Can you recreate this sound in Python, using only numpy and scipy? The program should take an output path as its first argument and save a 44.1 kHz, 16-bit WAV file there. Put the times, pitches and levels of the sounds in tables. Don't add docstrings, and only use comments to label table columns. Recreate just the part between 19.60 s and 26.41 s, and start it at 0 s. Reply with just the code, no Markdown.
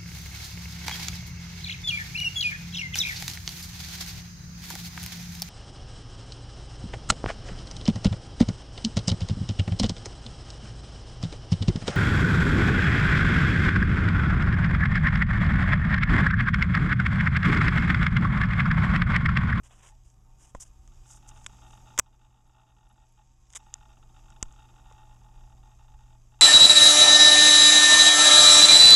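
import sys
import numpy as np
from scipy import signal
from scipy.fft import rfft, irfft, next_fast_len
from scipy.io import wavfile
from scipy.ndimage import uniform_filter1d, minimum_filter1d, map_coordinates

SR = 44100
rng = np.random.default_rng(int(sys.argv[2]) if len(sys.argv) > 2 else 0)


def dump(signal):
    limited = np.clip(np.atleast_2d(signal).T, -1, 1)
    pcm = np.round(limited * 32767).astype(np.int16)
    wavfile.write(sys.argv[1], SR, pcm)


N = 300321

# time in seconds, whir level in dB, hum level in dB,
# stroke buzz level in dB, cover ring over the buzz in dB.
DRIVE_LEVELS = [(0, -78.5, -62.5, -80, 18), (.5, -76.5, -63.5, -78.5, 17.5), (.95, -74.5, -66, -70, -3),
                (1.4, -69.5, -61.5, -68.5, 5), (1.7, -68, -60.5, -65, 7), (2.35, -67.5, -58, -65, 6.5),
                (2.8, -68, -57.5, -66, 7), (3.3, -66, -57.5, -63.5, 9.5), (3.9, -66, -59.5, -65, 12),
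                (4.6, -71, -61, -66, 4), (5.3, -71, -60.5, -67.5, 9), (5.7, -73, -59.5, -71, 11.5),
                (6.81, -74.5, -60, -71.5, 10)]


def amp(db):
    return 10 ** (np.asarray(db) / 20)


def unit(x):
    return x / np.sqrt(np.mean(x ** 2) + 1e-20)


def curves(rows, outside=None):
    s, *cols = np.transpose(rows)
    return [np.interp(np.arange(N) / SR, s, c, outside, outside) for c in cols]


def wobble(rate):
    knots = rng.standard_normal(int(N * rate / SR) + 4)
    return map_coordinates(knots, [np.arange(N) * rate / SR])


def filtered(x, response):
    m = next_fast_len(N + SR // 2)
    return irfft(rfft(x, m) * response(np.fft.rfftfreq(m, 1 / SR)), m)[..., :N]


def noise(spectrum, grain_db=0.0):
    hz, db = np.transpose(spectrum)
    white = rng.standard_normal(N) * amp(grain_db * wobble(400))
    return unit(filtered(white, lambda f: amp(np.interp(np.log(f + 1), np.log(hz), db, -120, -120))))


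def ringing(x, modes):
    def response(f):
        total = 0
        for k, (centre, width, db) in enumerate(modes):
            mode = 1j * f * width / (centre * centre - f * f + 1j * f * width)
            total = total + (-1) ** k * amp(db) * mode
        return total / np.sqrt(np.mean(abs(total) ** 2))
    return filtered(x, response)


def add(track, s, piece):
    part = track[round(s * SR):][:len(piece)]
    part += piece[:len(part)]


def lines(modes):
    once = ringing(rng.standard_normal(N), modes)
    return unit(ringing(once, [(hz, 3 * width, 0) for hz, width, db in modes]))


def drive():
    # frequency in Hz, relative level in dB per Hz.
    whir_colour = [(1200, -45), (1500, -8), (2100, -10.5), (2600, -6.5), (3700, -5), (5000, -4.5),
                   (5900, -9), (6350, -0.5), (7500, -2), (8300, -12.5), (10000, -26.5)]
    # frequency in Hz, width in Hz, relative level in dB.
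    whines = [(2490, 15, -3), (4800, 20, -8), (5630, 24, -2), (6100, 30, -6), (6380, 32, -2),
              (7840, 37, -7.5), (11130, 110, -15), (12600, 22, -16)]
    # frequency in Hz, relative level in dB per Hz.
    air_colour = [(90, -24.5), (140, -0.5), (300, -8.5), (500, -17.5), (760, -12.5), (1000, -17.5),
                  (1200, -12.5), (1500, -25.5), (3000, -38)]
    # frequency in Hz, width in Hz, relative level in dB.
    drones = [(349.3, 6.8, -4), (765, 7.1, -0.5), (905, 8.6, 1), (1071, 8, -5)]
    # frequency in Hz, relative level in dB per Hz.
    hiss_colour = [(2000, -21.5), (6000, -2), (9000, -4), (12600, -3.5), (13200, -7), (15000, -13.5),
                   (16000, -19.5)]
    # time in seconds, level in dB.
    room = [(0, -69), (.5, -72.5), (2.1, -64), (3, -63.5), (4.5, -67.5), (5.4, -67.5), (6.81, -72)]
    hum_hz = 120.2
    hiss_db, hiss_follows = -81, .7

    whir_db, hum_db = curves(DRIVE_LEVELS)[:2]
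    air_db, = curves(room)
    t = np.arange(N) / SR
    whir_and_whines = noise(whir_colour, grain_db=2.5) + amp(-6.5) * lines(whines)
    whir = amp(whir_db + 1.1 * wobble(6.5)) * whir_and_whines
    air = amp(air_db + .8 * wobble(5)) * (noise(air_colour) + amp(-5.0) * lines(drones))
    tone = np.sqrt(2) * np.sin(2 * np.pi * hum_hz * t + 0.24 * wobble(1.4))
    hum = amp(hum_db + 1.1 * wobble(10)) * tone
    hiss = amp(hiss_db + hiss_follows * (air_db - air_db.mean())) * noise(hiss_colour)
    return whir + hum + air + hiss


def hand():
    # start in seconds, rise in seconds, length after the rise in seconds,
    # treble level in dB, body over treble in dB.
    rubs = [(0.031, 0.0039, 0.063, -61, -1.5), (.054, 0.058, 0.17, -67.5, 1.5),
            (0.213, 0.024, 0.1, -59, -4), (.428, 0.025, 0.11, -71.5, -12), (.763, 0.051, 0.073, -60.5, -9),
            (.857, .021, 0.051, -66.5, -6), (.945, 0.0056, 0.04, -67, -2.5),
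            (.995, 0.0066, 0.051, -45.5, -13.5), (1.042, 0.011, 0.049, -65, -5),
            (1.418, 0.091, 0.049, -54.5, -15.5), (1.538, 0.017, 0.037, -58, -24),
            (1.668, .015, .033, -55, -12), (1.707, 0.04, 0.17, -66.5, -7), (1.998, .058, .18, -69.5, -19),
            (3.885, .012, .08, -62, -5), (3.949, 0.0018, 0.034, -35, -11)]
    # frequency in Hz, relative level in dB per Hz.
    skin_colour = [(3000, -31), (4300, -19), (5100, -12), (6800, -3), (8200, -7), (10000, -17),
                   (13700, -33.5), (16000, -50.5)]
    # frequency in Hz, relative level in dB per Hz.
    palm_colour = [(150, -34), (300, -7), (1000, 3), (2200, -4), (3100, 0.5), (4000, -8), (5000, -58)]
    # time in seconds, level in dB.
    shake = [(0, -55.5), (.8, -56.5), (1.1, -50.5), (1.6, -53), (1.72, -49.5), (1.85, -53), (2.4, -51.5),
             (3.6, -50.5), (4.5, -53), (5.8, -52), (6.55, -53.5), (6.81, -61.5)]
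    # frequency in Hz, relative level in dB per Hz.
    thud_colour = [(10, -31), (24, -0.5), (60, -7.5), (90, -18.5), (150, -34.5), (400, -62)]
    held = 0.53

    treble, body = np.zeros(N), np.zeros(N)
    for s, rise, length, db, body_db in rubs:
        corners = np.cumsum([0, rise, held * length, (1 - held) * length])
        press = np.interp(np.arange(corners[-1] * SR) / SR, corners, [0, 1, 1, 0]) ** 2
        add(treble, s, amp(db) * press)
        add(body, s, amp(db + body_db) * press)
    skin = treble * noise(skin_colour, grain_db=2.5)
    palm = body * amp(2.65 * wobble(45)) * noise(palm_colour, grain_db=2.5)
    rumble = amp(curves(shake)[0] + 0.45 * wobble(6.6)) * noise(thud_colour)
    return skin + palm + rumble


def stroke_times():
    # the two end strokes in seconds, number of strokes.
    bursts = [(.292, .316, 2), (1.318, 1.318, 1), (1.455, 1.455, 1), (1.5, 1.571, 4), (1.625, 1.732, 7),
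              (1.76, 1.809, 4), (1.894, 1.944, 4), (1.984, 1.984, 1), (2.018, 2.077, 5), (2.103, 2.201, 5),
              (2.257, 2.335, 6), (2.46, 2.474, 2), (2.527, 2.543, 2), (2.592, 2.662, 5), (2.704, 2.804, 7),
              (2.854, 2.894, 3), (2.918, 3.032, 8), (3.065, 3.118, 5), (3.165, 3.265, 6), (3.297, 3.309, 2),
              (3.356, 3.434, 5), (3.573, 3.612, 3), (3.99, 4.022, 2), (4.062, 4.15, 5), (4.178, 4.253, 4),
              (4.29, 4.331, 4), (4.369, 4.369, 1), (4.427, 4, 2), (4.492, 4.492, 1), (4.543, 4.59, 4),
              (4.637, 4.721, 5), (4.761, 4.761, 1), (4.809, 4.934, 6), (4.96, 5.05, 7), (5.087, 5.097, 2),
              (5.135, 5.241, 6), (5.255, 5.326, 6), (5.346, 5.468, 9), (5.49, 5.561, 5), (5.612, 5.712, 5),
              (5.739, 5.834, 6), (5.869, 5.92, 3), (5.973, 5.973, 1), (6.029, 6.13, 6), (6.19, 6.241, 4),
              (6.28, 6.338, 4), (6.389, 6.432, 4), (6.456, 6.547, 5), (6.718, 6.738, 2), (6.789, 6.802, 2)]
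    uneven = .2
    times = []
    for (first, last, strokes), chance in zip(bursts, rng.standard_normal((len(bursts), 20))):
        places = np.cumsum(np.exp(uneven * chance[:round(strokes)]))
        share = (places - places[0]) / (places[-1] - places[0] + 1e-9)
        times += list(first + (last - first) * share)
    return times


def seeks(stroke_s=.0075):
    # frequency in Hz, width in Hz, relative level in dB.
    arm = [(1230, 150, -2), (1447, 170, -3), (2686, 200, -3.5), (2845, 220, -3), (3270, 230, -4.5),
           (3560, 130, -4.5), (3730, 84, -1.5)]
    # frequency in Hz, width in Hz, relative level in dB.
    case = [(1350, 900, 0), (2800, 550, 0), (3700, 450, 0)]
    # frequency in Hz, width in Hz, relative level in dB.
    cover = [(654, 4.1, -4), (769.3, 28, -10), (860.8, 24, 1.5), (1863, 30, -18)]
    glide_from_hz, glide_to_hz, glide_db = 1767, 960, -2

    buzz, kicks, sung = np.zeros(N), np.zeros(N), np.zeros(N)
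    t = np.arange(900) / SR
    moving = np.where(t < stroke_s, .55, .22 * amp(-60 * (t - stroke_s) / 0.074))
    u = np.clip(t / stroke_s, 0, 1)
    glide_hz = glide_from_hz + (glide_to_hz - glide_from_hz) * u
    glide = np.sin(np.pi * u) * np.sin(2 * np.pi * np.cumsum(glide_hz) / SR)
    times = stroke_times()
    for s, fine in zip(times, rng.standard_normal((len(times), len(t)))):
        force = amp(2.2 * fine[0])
        add(buzz, s, force * moving * np.sign(fine))
        add(buzz, s, force * np.array([14.0]))
        add(buzz, s + stroke_s * 0.53, force * np.array([-11.0]))
        add(sung, s, force * glide)
        add(kicks, s + stroke_s * .75, force * np.array([18.0]))
        add(kicks, s, .3 * force * moving * fine[::-1])
    buzz_db, ring_db = curves(DRIVE_LEVELS)[2:]
    through_case = ringing(ringing(buzz, arm), case)
    strokes = amp(buzz_db) * (amp(-6.0) * through_case + amp(glide_db) * sung)
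    return strokes + amp(buzz_db + ring_db) * ringing(kicks, cover)


def shell():
    # start in seconds, strike level in dB, body over treble in dB, body pitch in Hz.
    snaps = [(0.501, -52, -28, 2000), (.5423, -57, -23, 2000), (0.9486, -46.5, 9, 750),
             (1.276, -48, -14, 1870), (1.69, -37, -33, 1500), (1.7749, -48, -21, 2000),
             (1.8443, -42, -18, 2010), (1.863, -25, -6, 2450), (1.8665, -29, -20, 2500),
             (2.014, -50, -21, 2000), (2.108, -48, -28, 2000), (2.1238, -48, -23, 2000),
             (2.1407, -49, -25, 2000), (2.3776, -22.5, -8, 1580), (2.3858, -25, -2, 1290),
             (2.3893, -5.5, -17.5, 1750), (2.3936, -15, -13, 1443), (2.3953, -5, -14.5, 1750),
             (3.9033, -35.5, -19, 3090), (3.927, -35, -24.5, 2490), (3.9341, -33, -17, 2500),
             (3.937, -36, -10, 2500), (3.955, -22, -16, 3300), (3.96, -21, -14, 2870),
             (3.9667, -37, -5.5, 3000), (3.973, -25, -19, 3030), (4.14, -17.5, -29.5, 2000),
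             (4.703, -47, -16.5, 2000), (4.8272, -15.5, -20, 1690), (4.9246, -46.5, -32, 2000),
             (5.3113, -66, 13, 650), (5.324, -49, -11.5, 2000), (5.897, -56.5, -16.5, 1990)]
    # frequency in Hz, width in Hz, relative level in dB.
    high_modes = [(5260, 710, -12.5), (6800, 1470, 8), (8000, 44, -10), (7700, 73, 0), (9600, 4500, -5),
                  (11200, 1300, -14.5), (14510, 2100, -8.5)]
    # frequency in Hz, width in Hz, relative level in dB.
    low_modes = [(277, 140, 2.5), (600, 180, -1), (1023, 130, -0.5), (1468, 230, -3.5), (2090, 540, -3.5),
                 (2430, 500, -4.5), (3630, 500, -0.5)]
    # start in seconds, level in dB, suck time in seconds,
    # swing back over the suck in dB, swing time in seconds.
    pushes = [(0.9491, -26.5, 0.0011, -8, 0.011), (2.391, -19, .0015, -7, 0.0024),
              (4.8274, -24, 0.0054, -9, .018)]
    burst_cycles = 12.5

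    high, low, port = np.zeros(N), np.zeros(N), np.zeros(N)
    t = np.arange(4000) / SR
    short = t[:900]
    grit = rng.standard_normal((len(snaps), 2, len(short)))
    blow = 1.5 * np.exp(-.5 * ((short - .0004) / .00003) ** 2)
    for (s, db, body_db, body_hz), (fine, coarse) in zip(snaps, grit):
        burst = amp(-60 * short * body_hz / burst_cycles) * (1 - np.exp(-short / 0.001))
        top = signal.butter(4, np.clip(18001.0 + 600 * db, 9500, 16000), fs=SR)
        treble = signal.lfilter(*top, blow + 0.77 * burst * np.sign(fine))
        add(high, s, amp(db + 3.5) * treble)
        band = signal.butter(2, [body_hz * .55, body_hz * 1.8], "bandpass", fs=SR)
        body = signal.lfilter(*band, 1.1 * burst * np.sign(coarse) - blow)
        add(low, s, amp(db + body_db + 10) * body)
    for s, db, suck, swing_db, swing in pushes:
        back = amp(swing_db) * np.e * t / swing * np.exp(-t / swing) * np.cos(t / swing)
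        onset = 1 - np.exp(-t / 0.00024)
        add(port, s, amp(db) * onset * (back - np.exp(-t / suck)))
    return ringing(high, high_modes) + ringing(low, low_modes) + port


def whistles():
    # start in seconds, level in dB.
    blips = [(2.077, -71), (2.169, -69), (2.873, -64), (3.2877, -61.5), (3.3235, -62), (3.485, -64),
             (3.521, -61), (3.982, -64)]
    blip_hz, blip_s = 11200, 0.01
    out, t = np.zeros(N), np.arange(round(blip_s * SR)) / SR
    blip = np.sqrt(np.hanning(len(t))) * np.sin(2 * np.pi * blip_hz * t)
    for s, db in blips:
        add(out, s, amp(db) * blip)
    return out


def ducking(x):
    ceiling_db, sense_s, react_s, hold_s, recover_s = -31, 0.027, .025, 1.397, 0.34
    power = uniform_filter1d(np.mean(x ** 2, axis=0), round(sense_s * SR))
    level_db = 10 * np.log10(abs(power) + 1e-12)
    delay = round((react_s + hold_s / 2) * SR)
    need = np.pad(np.minimum(0, ceiling_db - level_db), (delay, 0))
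    held = minimum_filter1d(need, round(hold_s * SR))[:N]
    keep = np.exp(-1 / (recover_s * SR))
    return np.minimum(held, signal.lfilter([1 - keep], [1, -keep], held))


def scene():
    mono = drive() + hand() + seeks() + shell() + whistles()
    # frequency in Hz, relative level in dB per Hz.
    side_colour = [(15, 0.0), (130, -11.0), (300, -20.5), (1000, -27.5),
                   (4000, -36.0), (7000, -33.5), (10500, -29.5)]
    side_noise = amp(-79.5) * noise(side_colour)
    bass = filtered(mono, lambda f: 1 / (1 + 1j * f / 600))
    apart = side_noise - amp(-40.0) * mono + amp(-30) * wobble(40) * bass
    return np.array([mono + apart, mono - apart])


def record(dry):
    port_hz, top_hz = 4250, 16100

    def port(f):
        tuned = port_hz ** 2 - f * f
        return (tuned + 1j * f * 60) / (tuned + 1j * f * 1100)

    heard = filtered(dry, port)
    heard = heard * amp(ducking(heard))
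    rounded = heard / (1 + abs(heard / .56) ** 4) ** (1 / 4)
    return filtered(rounded, lambda f: f < top_hz)


dry = scene()
out = record(dry)
dump(out)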